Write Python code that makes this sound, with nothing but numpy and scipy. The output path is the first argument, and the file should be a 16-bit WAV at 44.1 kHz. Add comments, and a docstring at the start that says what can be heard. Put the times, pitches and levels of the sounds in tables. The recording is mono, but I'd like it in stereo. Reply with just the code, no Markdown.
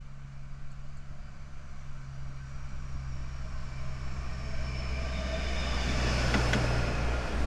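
"""A diesel railbus comes out of the woods and passes a few metres from a hand-held camera.
Its exhaust drones in steady tones, the turbochargers wind down as wavering whistles in hazy noise,
the wheels roar as shaped noise with singing resonances, and ringing modes make the joint clacks and knocks.
The right port hears the train; the covered left one picks up little but the rumble and knocks of the hand."""
import sys
import numpy as np
from scipy import signal
from scipy.fft import rfft, irfft
from scipy.io import wavfile
from scipy.ndimage import uniform_filter1d

SR = 44100
rng = np.random.default_rng(int(sys.argv[2]) if len(sys.argv) > 2 else 0)


def dump_mix(stems):
    """Bounce the given channels to the path in sys.argv[1] as a 16-bit WAV at rate SR."""
    frames = np.atleast_2d(stems).T  # one column per channel
    limited = np.clip(frames, -1, 1)  # hard clip at full scale
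    pcm = np.round(limited * 32767).astype(np.int16)
    wavfile.write(sys.argv[1], SR, pcm)


N = 328986
TIME = np.arange(N) / SR
# the roar is built in overlapping short frames, each with its own spectrum
FRAME = 2048  # samples
HOP = FRAME // 4
FRAME_S = np.arange(N // HOP + 3)[:, None] * HOP / SR
BIN_HZ = np.fft.rfftfreq(FRAME, 1 / SR)

# Every "pass" tuple below is: peak level in dB, loudest moment in seconds,
# half-width in seconds, dB lost per tenfold distance.

# The hand and small sounds nearby
# Rumble colour of the hand. Each row: frequency in Hz, relative level in dB per Hz.
HAND_COLOUR = [(4, -57), (12, -38), (24, -52), (45, -55), (70, -66.5), (105, -85), (170, -86), (350, -99),
               (700, -106), (1900, -114), (3300, -121), (12000, -128)]
# Loudness of that rumble. Each row: time in seconds, level in dB.
HAND_LEVEL = [(0, -33.5), (1.9, -33), (3.2, -29.5), (5.3, -30.5), (7.46, -30.5)]
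# Firmest knocks of the hand. Each row: start in seconds, level in dB.
HAND_KNOCKS = [(.249, -27), (1.108, -23.5), (2.95, -17), (4.187, -19), (4.636, -24), (4.931, -15.5),
               (5.72, -26), (6.071, -20)]
# The fingertip gives like a soft spring.
# Each row: frequency in Hz before a random change of stiffness, level in dB, time to fall 60 dB in seconds.
FINGERTIP_MODES = [(65, 4, 0.033), (128, -5, 0.034), (219, -12, 0.052)]
SOFT_KNOCKS_PER_S, SOFT_KNOCK_DB, SOFT_KNOCK_SPREAD_DB = 2.2, -40, 5
# Faint dry ticks nearby. Each row: time of the snap in seconds, level in dB.
TICKS = [(.715, -55), (.971, -54), (2.49, -61), (2.69, -63)]
# What a tick is made of. Each row: seconds after the snap (negative is before), lowest Hz, highest Hz,
# level in dB, time to fall 60 dB in seconds.
TICK_PARTS = [(-.011, 4200, 4800, -4, .12), (0, 6700, 8100, 0, .06), (0, 8100, 12000, -17, .06),
              (.011, 5800, 7500, -7, .05)]

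# Air and running gear
# Air hissing along the cars. Each row: time in seconds, level in dB.
SLIPSTREAM_LEVEL = [(0, -139), (5, -70), (6, -58.5), (6.5, -51.5), (7, -62.5), (7.46, -58.5)]
RATTLES_PER_S, RATTLE_SPREAD_DB = 24, 9
RATTLE_PASS = (-28, 6.5, .7, 36)
# Knocks in the bogie. Each row: start in seconds, level in dB.
CLUNKS = [(5.937, -29), (6.3505, -27), (6.3925, -23), (6.5455, -22.5), (6.5505, -24), (6.571, -27),
          (6.642, -27), (6.705, -24), (7.137, -29), (7.248, -27)]
# Slack sleepers pressed down. Each row: start in seconds, level in dB.
THUMPS = [(5.14, -41), (5.365, -39), (5.732, -35), (5.97, -36), (6.147, -36), (7.324, -36)]
# Wheels over the joint. Each row: start in seconds, level in dB, treble tilt in dB per octave,
# rebound level in dB relative to the blow, delay of the sleeper's thud in seconds.
JOINTS = [(6.3402, -23, -.4, -4, .002), (6.5312, -23.5, 1.2, -.5, .0115)]
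REBOUND_S, RAIL_LAG_S = .004, .0026
# What a joint blow shakes loose, before the treble tilt. Each row: lowest Hz, highest Hz, level in dB,
# rise in seconds, time to fall 60 dB in seconds.
CLATTER = [(147, 397, -3, 0.008, 0.2), (382, 1500, -2, 0.006, 0.22), (1300, 2600, -1.5, 0.0006, 0.12),
           (2500, 3800, -2.5, 0.003, 0.11), (3800, 7000, -7.5, 0.0004, 0.1), (7050, 12000, -23, .001, 0.08)]
# Modes that ring at each blow, slightly retuned each time. Each row: frequency in Hz, level in dB,
# rise in seconds, time to fall 60 dB in seconds. The joint also tilts the wheel levels,
# and the rattle also shifts the frame pitches.
WHEEL_MODES = [(1434, -9, .0017, .27), (1540, 13.5, .0008, .015), (2020, 10, .0006, .02),
               (2600, 1, .0008, .035), (3380, -4, .0005, .04)]
RAIL_MODES = [(627, -10, .0063, .11), (560, 13, .0016, .014), (860, 8, .0014, .016)]
FRAME_MODES = [(425, -5, .002, .09), (620, 2, .0015, .035), (890, -4, .001, .04), (1300, -2, .0008, .025)]
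SLEEPER_MODES = [(204, 9, 0.008, .16), (272, 7.5, 0.009, 0.12)]

# Wheels and rails
PASS_S, SPEED, TRACK_DISTANCE = 6.15, 13.2, 6.6  # train abreast (s), speed (m/s), distance to the track (m)
# A pair of tones under the leading car: lower tone at rest (Hz), abreast (s)
WHINE_HZ, WHINE_ABREAST_S = 3462, 5.95
WHINE_SWELL = (5.75, 2.2, -46)  # loudest at (s), length (s), dB
# The ringing wheel: pitch at rest (Hz), abreast (s)
RING_HZ, RING_ABREAST_S = 1458, 6.2
# Its swells. Each row: loudest moment in seconds, length in seconds, level in dB.
RING_SWELLS = [(6.3, 0.4, -39), (6.77, 0.32, -38), (7.17, 0.44, -42)]
# A wheel moans as the train draws near.
# Each row: loudest moment in seconds, length in seconds, pitch in Hz, level in dB.
MOANS = [(3.497, .35, 631, -52), (3.834, 0.42, 629, -49.5), (4.55, 0.53, 650, -48.5),
         (5.302, 0.64, 650.5, -38.5)]
# Rumble, roar and hiss. Each row: lowest Hz, highest Hz.
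ROLLING_BANDS = [(180, 550), (750, 2800), (3800, 11000)]
# One bogie rolling past, a row for each of those bands. Each row: peak level in dB, loudest moment
# in seconds, half-width in seconds, dB lost per tenfold distance, level of the next bogie in relative dB.
BOGIE_PASSES = [(-31.5, 6.46, 0.65, 32, 3), (-32, 6.34, 0.68, 25, -4), (-37, 6.17, 0.4, 24, -9.5)]
BOGIE_SPACING = 22.2  # m
# Colour of the rolling noise from afar and alongside, before the bands are set to the bogie levels.
# Each row: frequency in Hz, relative level in dB per Hz.
FAR_COLOUR = [(20, -64), (90, -71), (170, -68.5), (250, -75.5), (360, -86), (520, -87.5), (850, -88),
              (1300, -81.5), (1900, -90), (2700, -93), (3300, -98), (7200, -99), (8300, -107), (9200, -109),
              (10000, -120), (12000, -123)]
NEAR_COLOUR = [(20, -79), (50, -74), (95, -63.5), (180, -57), (350, -60.5), (700, -58.5), (950, -63.5),
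               (1500, -62.5), (2000, -65.5), (2600, -65.5), (3900, -73.5), (5300, -71), (7000, -77.5),
               (9000, -96), (13000, -106)]
# Blend of the two colours. Each row: time in seconds, share of the near colour from 0 to 1.
NEARNESS = [(0, 0.11), (2.5, 0.11), (4.2, 0.27), (5.5, 0.94), (7.46, 1)]
# Singing resonances of wheels, rails and fans. Each row: frequency at rest in Hz, width in Hz,
# dB over the roar, loudest moment in seconds, spread around it in seconds.
SINGING = [(159, 18.3, 14, 5.6, 1.1), (248, 52, 5.5, 5.57, 0.55), (408.4, 22, 11.5, 4.82, 0.57),
           (580, 44, 11, 0.85, 2.5), (621, 63, 11.5, 4.9, 0.78), (680, 38, 9.5, 0.74, 3),
           (1010, 58, 6, 4, 1.34), (1137, 66, 9, 5.13, 1.14), (1500, 47, 8.5, 5.5, 0.86),
           (1460, 210, 3, 6.8, 0.71), (1756, 84, 7.5, 5.4, 1.4), (2272, 340, 10, 5.12, 0.88),
           (2580, 200, 6, 6.85, 0.46), (2870, 96, 11, 5.4, 0.52), (4580, 330, 5.5, 2.8, 3)]
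# The rails ring far ahead of the train, until its roar covers them.
# Each row: frequency in Hz, width in Hz, dB over the roar before it fades with nearness.
RAIL_SONG = [(1110, 87, 4), (1380, 73, 2), (1532, 28, 9), (2313, 186, 8), (2973, 41, 9), (4250, 120, 5.5),
             (5280, 54, -4), (6470, 65, 3.5), (7340, 240, 3)]
# Resonances change as the wheels rub: share of height, share of pitch, changes per second
SURGE, WANDER, RUB_RATE = .2, .005, 7

# Turbochargers and engines
# Blade whistles of the two turbochargers. Each row: time in seconds, pitch in Hz, level in dB.
HIGH_TURBO = [(0, 6150, -91), (1, 6320, -81), (1.5, 6130, -71), (1.9, 5970, -73), (2.3, 5820, -69),
              (2.9, 5740, -63.5), (3.8, 5530, -63.5), (4.1, 5490, -57.5), (4.47, 5410, -54.5),
              (4.75, 5345, -48.5), (5.05, 5280, -52), (5.3, 5230, -52.5), (5.65, 5150, -47),
              (5.95, 5220, -48.5), (6.24, 5205, -39), (6.6, 5200, -47), (6.93, 5130, -48.5),
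              (7.02, 5130, -73)]
LOW_TURBO = [(1.2, 5850, -90), (1.6, 5830, -76), (2.5, 5620, -69), (3.3, 5430, -65), (4, 5220, -61),
             (4.7, 5060, -59), (5.5, 4990, -52), (5.85, 4720, -52), (6.2, 4660, -45.5), (6.6, 4660, -66)]
TURBO_DIRECT = (-1.5, 4.9, 1.1, 18)  # a pass: how much of the whistle arrives unscattered
LOW_TURBO_SHADE_DB = -7  # less of the low whistle arrives unscattered
# Passes of their intake haze
HIGH_HAZE, LOW_HAZE = (-51, 6, 1, 56), (-76, 2.5, 2.5, 34)
# The driver eases off, and the firing rate settles from running to idle
EASE_OFF_S, RUN_HZ, IDLE_HZ, SETTLE_S = 1.4, 65.57, 61.38, 2.2
LEAD_ENGINE_PASS = (-25.5, 6.22, 1.45, 36)
REAR_ENGINE_PASS = (-30, 7.5, 0.36, 43)
# The rear engine is still approaching, so it sounds higher and beats with the leading one
BEAT_HZ, BEAT_DIP_S = 2.86, 6.92
DRONE_SWELL = (3.16, 1.2, -42)  # loudest at (s), length (s), dB
# Octave of the firing tone. 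Each row: time in seconds, level in dB before a fixed lift in exhaust().
OCTAVE_LEVEL = [(0.0, -51), (0.29, -48), (1.68, -52), (2.18, -43.5), (2.78, -47.5), (3.05, -42),
                (3.59, -47.5), (3.86, -42), (4.26, -46.5), (4.76, -41), (5.55, -54.5), (5.98, -39.5),
                (6.71, -32.5), (7.46, -51)]
# Weaker exhaust lines; the engine fires three times a turn.
# Each row: multiple of the shaft speed, dB relative to the leading engine's firing tone.
SHAFT_ORDERS = [(2, -15.5), (4, -29.5), (5, -48), (7, -24), (9, -24.5), (12, -46)]
EDGE_HZ = 13200  # upper edge of the camera's sound


def amp(db):
    """Decibels to gain."""
    return 10 ** (np.asarray(db) / 20)


def unit(x):
    """Scales to rms 1."""
    return x / np.sqrt(np.mean(x ** 2) + 1e-30)


def curve(rows, t=TIME):
    """Every column of a table of (s, values) at the times t."""
    s, *columns = np.transpose(rows)
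    return [np.interp(t, s, c) for c in columns]


def colour(points, hz):
    """Reads a spectrum in dB on a log-frequency axis."""
    f, db = np.transpose(points)
    return np.interp(np.log(hz + 1), np.log(f), db)


def add(mix, s, sound):
    """Mixes a sound in at time s."""
    part = mix[round(s * SR):][:len(sound)]
    part += sound[:len(part)]


def slow_noise(count, step_s, rate_hz):
    """Random motion of rms 1 whose spectrum falls away smoothly around rate_hz."""
    hz = np.fft.rfftfreq(count, step_s)
    spectrum = rfft(rng.standard_normal(count)) * np.exp(-(hz / rate_hz) ** 2)
    return unit(irfft(spectrum, count))


def drift(rate_hz):
    """Random motion with one value per sample."""
    return slow_noise(N, 1 / SR, rate_hz)


def frame_drift(rate_hz):
    """Random motion with one value per frame."""
    return slow_noise(len(FRAME_S), FRAME_S[1, 0], rate_hz)[:, None]


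def dying(t, t60):
    """Exponential decay by 60 dB in t60."""
    return np.exp(-np.log(1000) * t / t60)


def band_noise(count, low_hz, high_hz):
    """Noise of rms 1 between two steep edges."""
    band = signal.butter(6, [low_hz, min(high_hz, .45 * SR)], "band", fs=SR, output="sos")
    return unit(signal.sosfilt(band, rng.standard_normal(count)))


def burst(t, low_hz, high_hz, rise, t60):
    """A band of noise that swells and dies."""
    return band_noise(len(t), low_hz, high_hz) * (1 - np.exp(-t / rise)) * dying(t, t60)


def ring(t, modes):
    """The modes of a struck part, a little different at every blow."""
    out = np.zeros(len(t))
    for hz, db, rise, t60 in modes:
        tone = np.sin(2 * np.pi * hz * rng.uniform(.97, 1.03) * t)
        out += amp(db) * tone * (1 - np.exp(-(t / rise) ** 2)) * dying(t, t60)
    return out


def swell(peak_s, length_s, db):
    """Gain of one smooth rise and fall."""
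    return amp(db) * np.cos(np.pi * np.clip((TIME - peak_s) / length_s, -.5, .5)) ** 2


def passing(t, peak_db, peak_s, half_width_s, fall_db):
    """Level in dB of a source that goes by in a straight line, falling with its distance."""
    return peak_db - fall_db * np.log10(np.hypot(1, (t - peak_s) / half_width_s))


def doppler(t, abreast_s=PASS_S):
    """Pitch factor of a source on the track: high while it approaches, low once past."""
    along = SPEED * (t - abreast_s)
    return 1 / (1 + SPEED / 343 * along / np.hypot(along, TRACK_DISTANCE))


def phase(hz):
    """Running angle of a tone that follows a pitch curve."""
    return 2 * np.pi * np.cumsum(hz) / SR


def whistle(hz, width_hz):
    """A narrow, fuzzy line that follows a pitch curve."""
    angle = phase(hz)
    return drift(width_hz) * np.cos(angle) + drift(width_hz) * np.sin(angle)


def hand(onset=0.0036):
    """Skin on the covered port: a deep unsteady rumble, and a dull knock whenever the grip slips."""
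    grip_db, = curve(HAND_LEVEL)
    gain = amp(colour(HAND_COLOUR, np.fft.rfftfreq(N, 1 / SR)))
    rumble = unit(irfft(rfft(rng.standard_normal(N)) * gain, N))
    out = amp(grip_db) * rumble
    # small slips come at random, besides the listed firm knocks
    slips = rng.random(N) < SOFT_KNOCKS_PER_S / SR
    soft_db = SOFT_KNOCK_DB + SOFT_KNOCK_SPREAD_DB * rng.standard_normal(N)
    t = np.arange(SR // 10) / SR
    for s, db in list(HAND_KNOCKS) + list(zip(TIME[slips], soft_db[slips])):
        stiffness = rng.uniform(.85, 1.1)
        knock = np.zeros(len(t))
        for hz, mode_db, t60 in FINGERTIP_MODES:
            knock += amp(mode_db) * np.sin(2 * np.pi * hz * stiffness * t) * dying(t, t60)
        add(out, s, -amp(db) * knock * (1 - np.exp(-(t / onset) ** 2)))
    return out


def ticks():
    """Small bright ticks: short noise bands form a soft scrape, then a sharper, higher snap."""
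    out, t = np.zeros(N), np.arange(SR // 10) / SR
    for s, db in TICKS:
        for lag_s, lo, hi, part_db, t60 in TICK_PARTS:
            add(out, s + lag_s, amp(db + part_db) * burst(t, lo, hi, .0007, t60))
    return out


def slipstream(top_db=-5):
    """Fine hiss of the air dragged along the cars."""
    db, = curve(SLIPSTREAM_LEVEL)
    return amp(db) * (band_noise(N, 7330, 9170) + amp(top_db) * band_noise(N, 8200, 11800))


def rattle():
    """The running gear rattles at random; each part has its own size, and so its own pitch."""
    out, t = np.zeros(N), np.arange(SR // 10) / SR
    for when, size, force in rng.random((round(RATTLES_PER_S * N / SR), 3)):
        s = when * TIME[-1]
        pitch = 2 ** (size - .5)
        modes = [(hz * pitch, db, rise, t60) for hz, db, rise, t60 in FRAME_MODES]
        level_db = passing(s, *RATTLE_PASS) - RATTLE_SPREAD_DB * force
        add(out, s, amp(level_db) * ring(t, modes))
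    return out


def clunks():
    """Loose parts of the jolted bogie knock against its frame, and slack sleepers thump under the wheels."""
    out, t = np.zeros(N), np.arange(SR // 4) / SR
    for blows, modes in (CLUNKS, FRAME_MODES), (THUMPS, SLEEPER_MODES):
        for s, db in blows:
            add(out, s, amp(db) * ring(t, modes))
    return out


def joints():
    """Each wheel cracks onto the rail end and rebounds; the rail pings, then the sleeper thuds."""
    out, t = np.zeros(N), np.arange(SR // 2) / SR
    for s, db, tilt_db, rebound_db, sink_s in JOINTS:
        clatter = np.zeros(len(t))
        for lo, hi, band_db, rise, t60 in CLATTER:
            tilted_db = band_db + tilt_db * np.log2(lo / 1000)
            clatter += amp(tilted_db) * burst(t, lo, hi, rise, t60)
        # the clatter grows lumpy over its first 20 ms
        lumps = 1 + (amp(2.8 * drift(70)[:len(t)]) - 1) * np.minimum(t / .02, 1)
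        wheel = [(hz, mode_db + tilt_db * np.log2(hz / 1700), rise, t60)
                 for hz, mode_db, rise, t60 in WHEEL_MODES]
        add(out, s, amp(db) * (clatter * lumps + ring(t, wheel)))
        add(out, s + REBOUND_S, amp(db + rebound_db) * ring(t, wheel))
        add(out, s + RAIL_LAG_S, amp(db) * ring(t, RAIL_MODES))
        add(out, s + sink_s, amp(db) * ring(t, SLEEPER_MODES))
    return out


def whine(upper_db=-3):
    """Two close, fuzzy tones from the running gear, wavering together."""
    hz = WHINE_HZ * doppler(TIME, WHINE_ABREAST_S) + 14 * drift(9)
    pair = whistle(hz, width_hz=44) + amp(upper_db) * whistle(hz * 1.042, width_hz=44)
    return swell(*WHINE_SWELL) * amp(2 * drift(7)) * pair


def wheel_ring(fuzz=.8):
    """One wheel mode rings on over the roar and sinks in pitch as the bogie goes by."""
    hz = RING_HZ * doppler(TIME, RING_ABREAST_S) + 6 * drift(12)
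    tone = np.sqrt(2) * np.cos(phase(hz))
    swells = sum(swell(*row) for row in RING_SWELLS)
    return swells * unit(tone + fuzz * whistle(hz, width_hz=22))


def moan(fuzz=0.9, waver_hz=9):
    """One wheel mode, rubbed into a firm but unsteady tone that swells and sinks."""
    hz, = curve([(s, pitch) for s, _, pitch, _ in MOANS])
    swells = sum(swell(s, length, db) for s, length, _, db in MOANS)
    tone = np.sqrt(2) * np.cos(phase(hz + waver_hz * drift(14.6)))
    return swells * unit(tone + fuzz * whistle(hz, width_hz=20))


def rubbed(hz, centre_hz, width_hz):
    """Shape of a resonance, about 1 at its centre, that surges and wanders as the wheels rub."""
    offset_hz = hz - centre_hz * (1 + WANDER * frame_drift(RUB_RATE))
    return (1 + SURGE * frame_drift(RUB_RATE)) / (1 + (2 * offset_hz / width_hz) ** 2)


def rolling_colour(near):
    """Spectrum in dB per frame: the ground swallows the low middle from afar, and resonances stand out."""
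    field_db = (1 - near) * colour(FAR_COLOUR, BIN_HZ) + near * colour(NEAR_COLOUR, BIN_HZ)
    # a resonance sings while its part of the train faces the listener, and sinks in pitch as it passes
    rest_hz = BIN_HZ / doppler(FRAME_S)
    for hz, width, db, peak_s, lasting in SINGING:
        facing = np.exp(-((FRAME_S - peak_s) / lasting) ** 2 / 2)
        field_db = field_db + db * facing * rubbed(rest_hz, hz, width)
    for hz, width, db in RAIL_SONG:
        field_db = field_db + db * (1 - near) * rubbed(BIN_HZ, hz, width)
    return field_db


def bogies(next_db, *first_pass):
    """Level in dB of one band of rolling noise: the leading bogie, and the next one behind it."""
    first = amp(passing(FRAME_S, *first_pass))
    second = amp(next_db + passing(FRAME_S - BOGIE_SPACING / SPEED, *first_pass))
    return 20 * np.log10(np.hypot(first, second))


def rolling(patchy_db=1.0, judder_db=0.02):
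    """Rough wheels roar on the rails: shaped noise whose rumble, roar and hiss swell at their own pace."""
    near, = curve(NEARNESS, FRAME_S)
    size = amp(rolling_colour(near))
    # bring each band to its bogie level, blending smoothly between band centres
    swell_db = 0
    centres = np.log([np.sqrt(lo * hi) for lo, hi in ROLLING_BANDS])
    for (lo, hi), (*first_pass, next_db), only in zip(ROLLING_BANDS, BOGIE_PASSES, np.eye(len(centres))):
        band = (BIN_HZ > lo) & (BIN_HZ < hi)
        power = np.sum(size[:, band] ** 2, axis=1, keepdims=True)
        share = np.interp(np.log(BIN_HZ + 1), centres, only)
        swell_db = swell_db + (bogies(next_db, *first_pass) - 10 * np.log10(power)) * share
    # smoothed noise makes the roar patchy in time and pitch
    real, imag, patches = rng.standard_normal((3,) + size.shape)
    patches = uniform_filter1d(patches, size=7, axis=0)
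    patches = unit(uniform_filter1d(patches, size=9, axis=1))
    spectra = (real + 1j * imag) * size * amp(swell_db + patchy_db * patches)
    roar = signal.istft(spectra.T, nperseg=FRAME, noverlap=FRAME - HOP)[1][:N]
    return roar * np.sqrt(3 / 2) * amp(judder_db * drift(54))


def turbo(blades, haze_pass, clear_db, waver_hz=12):
    """A wavering blade whistle in a haze of intake noise; from afar the woods smear it into a hiss."""
    hz, db = curve(blades)
    hz = hz + waver_hz * drift(6.1)
    direct = amp(np.clip(passing(TIME, *TURBO_DIRECT) + clear_db, -30, 0))
    clear = unit(np.cos(phase(hz)) + .7 * whistle(hz, width_hz=26))
    smeared = whistle(hz, width_hz=130)
    core = direct * clear + np.sqrt(1 - direct ** 2) * smeared
    haze = amp(passing(TIME, *haze_pass)) * whistle(hz, width_hz=280)
    return amp(db + 1.8 * drift(9)) * core + haze


def coasting_s():
    """Time since the driver eased off."""
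    return np.maximum(TIME - EASE_OFF_S, 0)


def exhaust(waver_db=0.5, uneven=0.8, octave_gain_db=6.5, third_db=-59, third_fade_db=1.0):
    """Firing tones of two engines and their overtones, with weaker shaft orders from unequal cylinders."""
    firing_hz = IDLE_HZ + (RUN_HZ - IDLE_HZ) * np.exp(-coasting_s() / SETTLE_S)
    angle = phase(firing_hz * doppler(TIME))
    firing_db = passing(TIME, *LEAD_ENGINE_PASS)
    # the drone swells once more on the approach
    lead = amp(firing_db + waver_db * drift(2.5)) + swell(*DRONE_SWELL)
    tone = lead * np.cos(angle)
    # subtracted, so that the two engines oppose each other at the dip of the beat
    rear_angle = angle + 2 * np.pi * BEAT_HZ * (TIME - BEAT_DIP_S)
    tone -= amp(passing(TIME, *REAR_ENGINE_PASS)) * np.cos(rear_angle)
    octave_db, = curve(OCTAVE_LEVEL)
    tone += amp(octave_db + octave_gain_db + waver_db * drift(2.8)) * np.cos(2 * angle)
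    # the third harmonic fades steadily, by third_fade_db each second
    tone += amp(third_db - third_fade_db * TIME) * np.cos(3 * angle)
    for order, db in SHAFT_ORDERS:
        line = np.cos(order * angle / 3 + 2 * np.pi * rng.random())
        tone += amp(firing_db + db) * (1 + uneven * drift(17.0)) * line
    return np.sqrt(2) * tone


def scene(leak_db=-23, leak_hz=75, seep_db=-49):
    """The open right port hears the train; little but some bass leaks into the covered left one."""
    wheels = rolling() + moan() + whine() + wheel_ring() + joints() + clunks() + rattle()
    turbos = turbo(HIGH_TURBO, HIGH_HAZE, 0) + turbo(LOW_TURBO, LOW_HAZE, LOW_TURBO_SHADE_DB)
    outside = ticks() + slipstream() + wheels + turbos + exhaust()
    bass = signal.sosfilt(signal.butter(2, leak_hz, fs=SR, output="sos"), outside)
    left = hand() + amp(leak_db) * bass + amp(seep_db) * outside
    return np.array([left, outside])


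def record(dry):
    """The camera's upper band limit, a steep low-pass, with soft ends."""
    ends = np.minimum(np.minimum(TIME, TIME[-1] - TIME) / .015, 1)
    low_pass = signal.firwin(511, EDGE_HZ, window=("kaiser", 9), fs=SR)
    return signal.oaconvolve(dry * ends, low_pass[None], "same", axes=1)


dry = scene()
out = record(dry)
dump_mix(out)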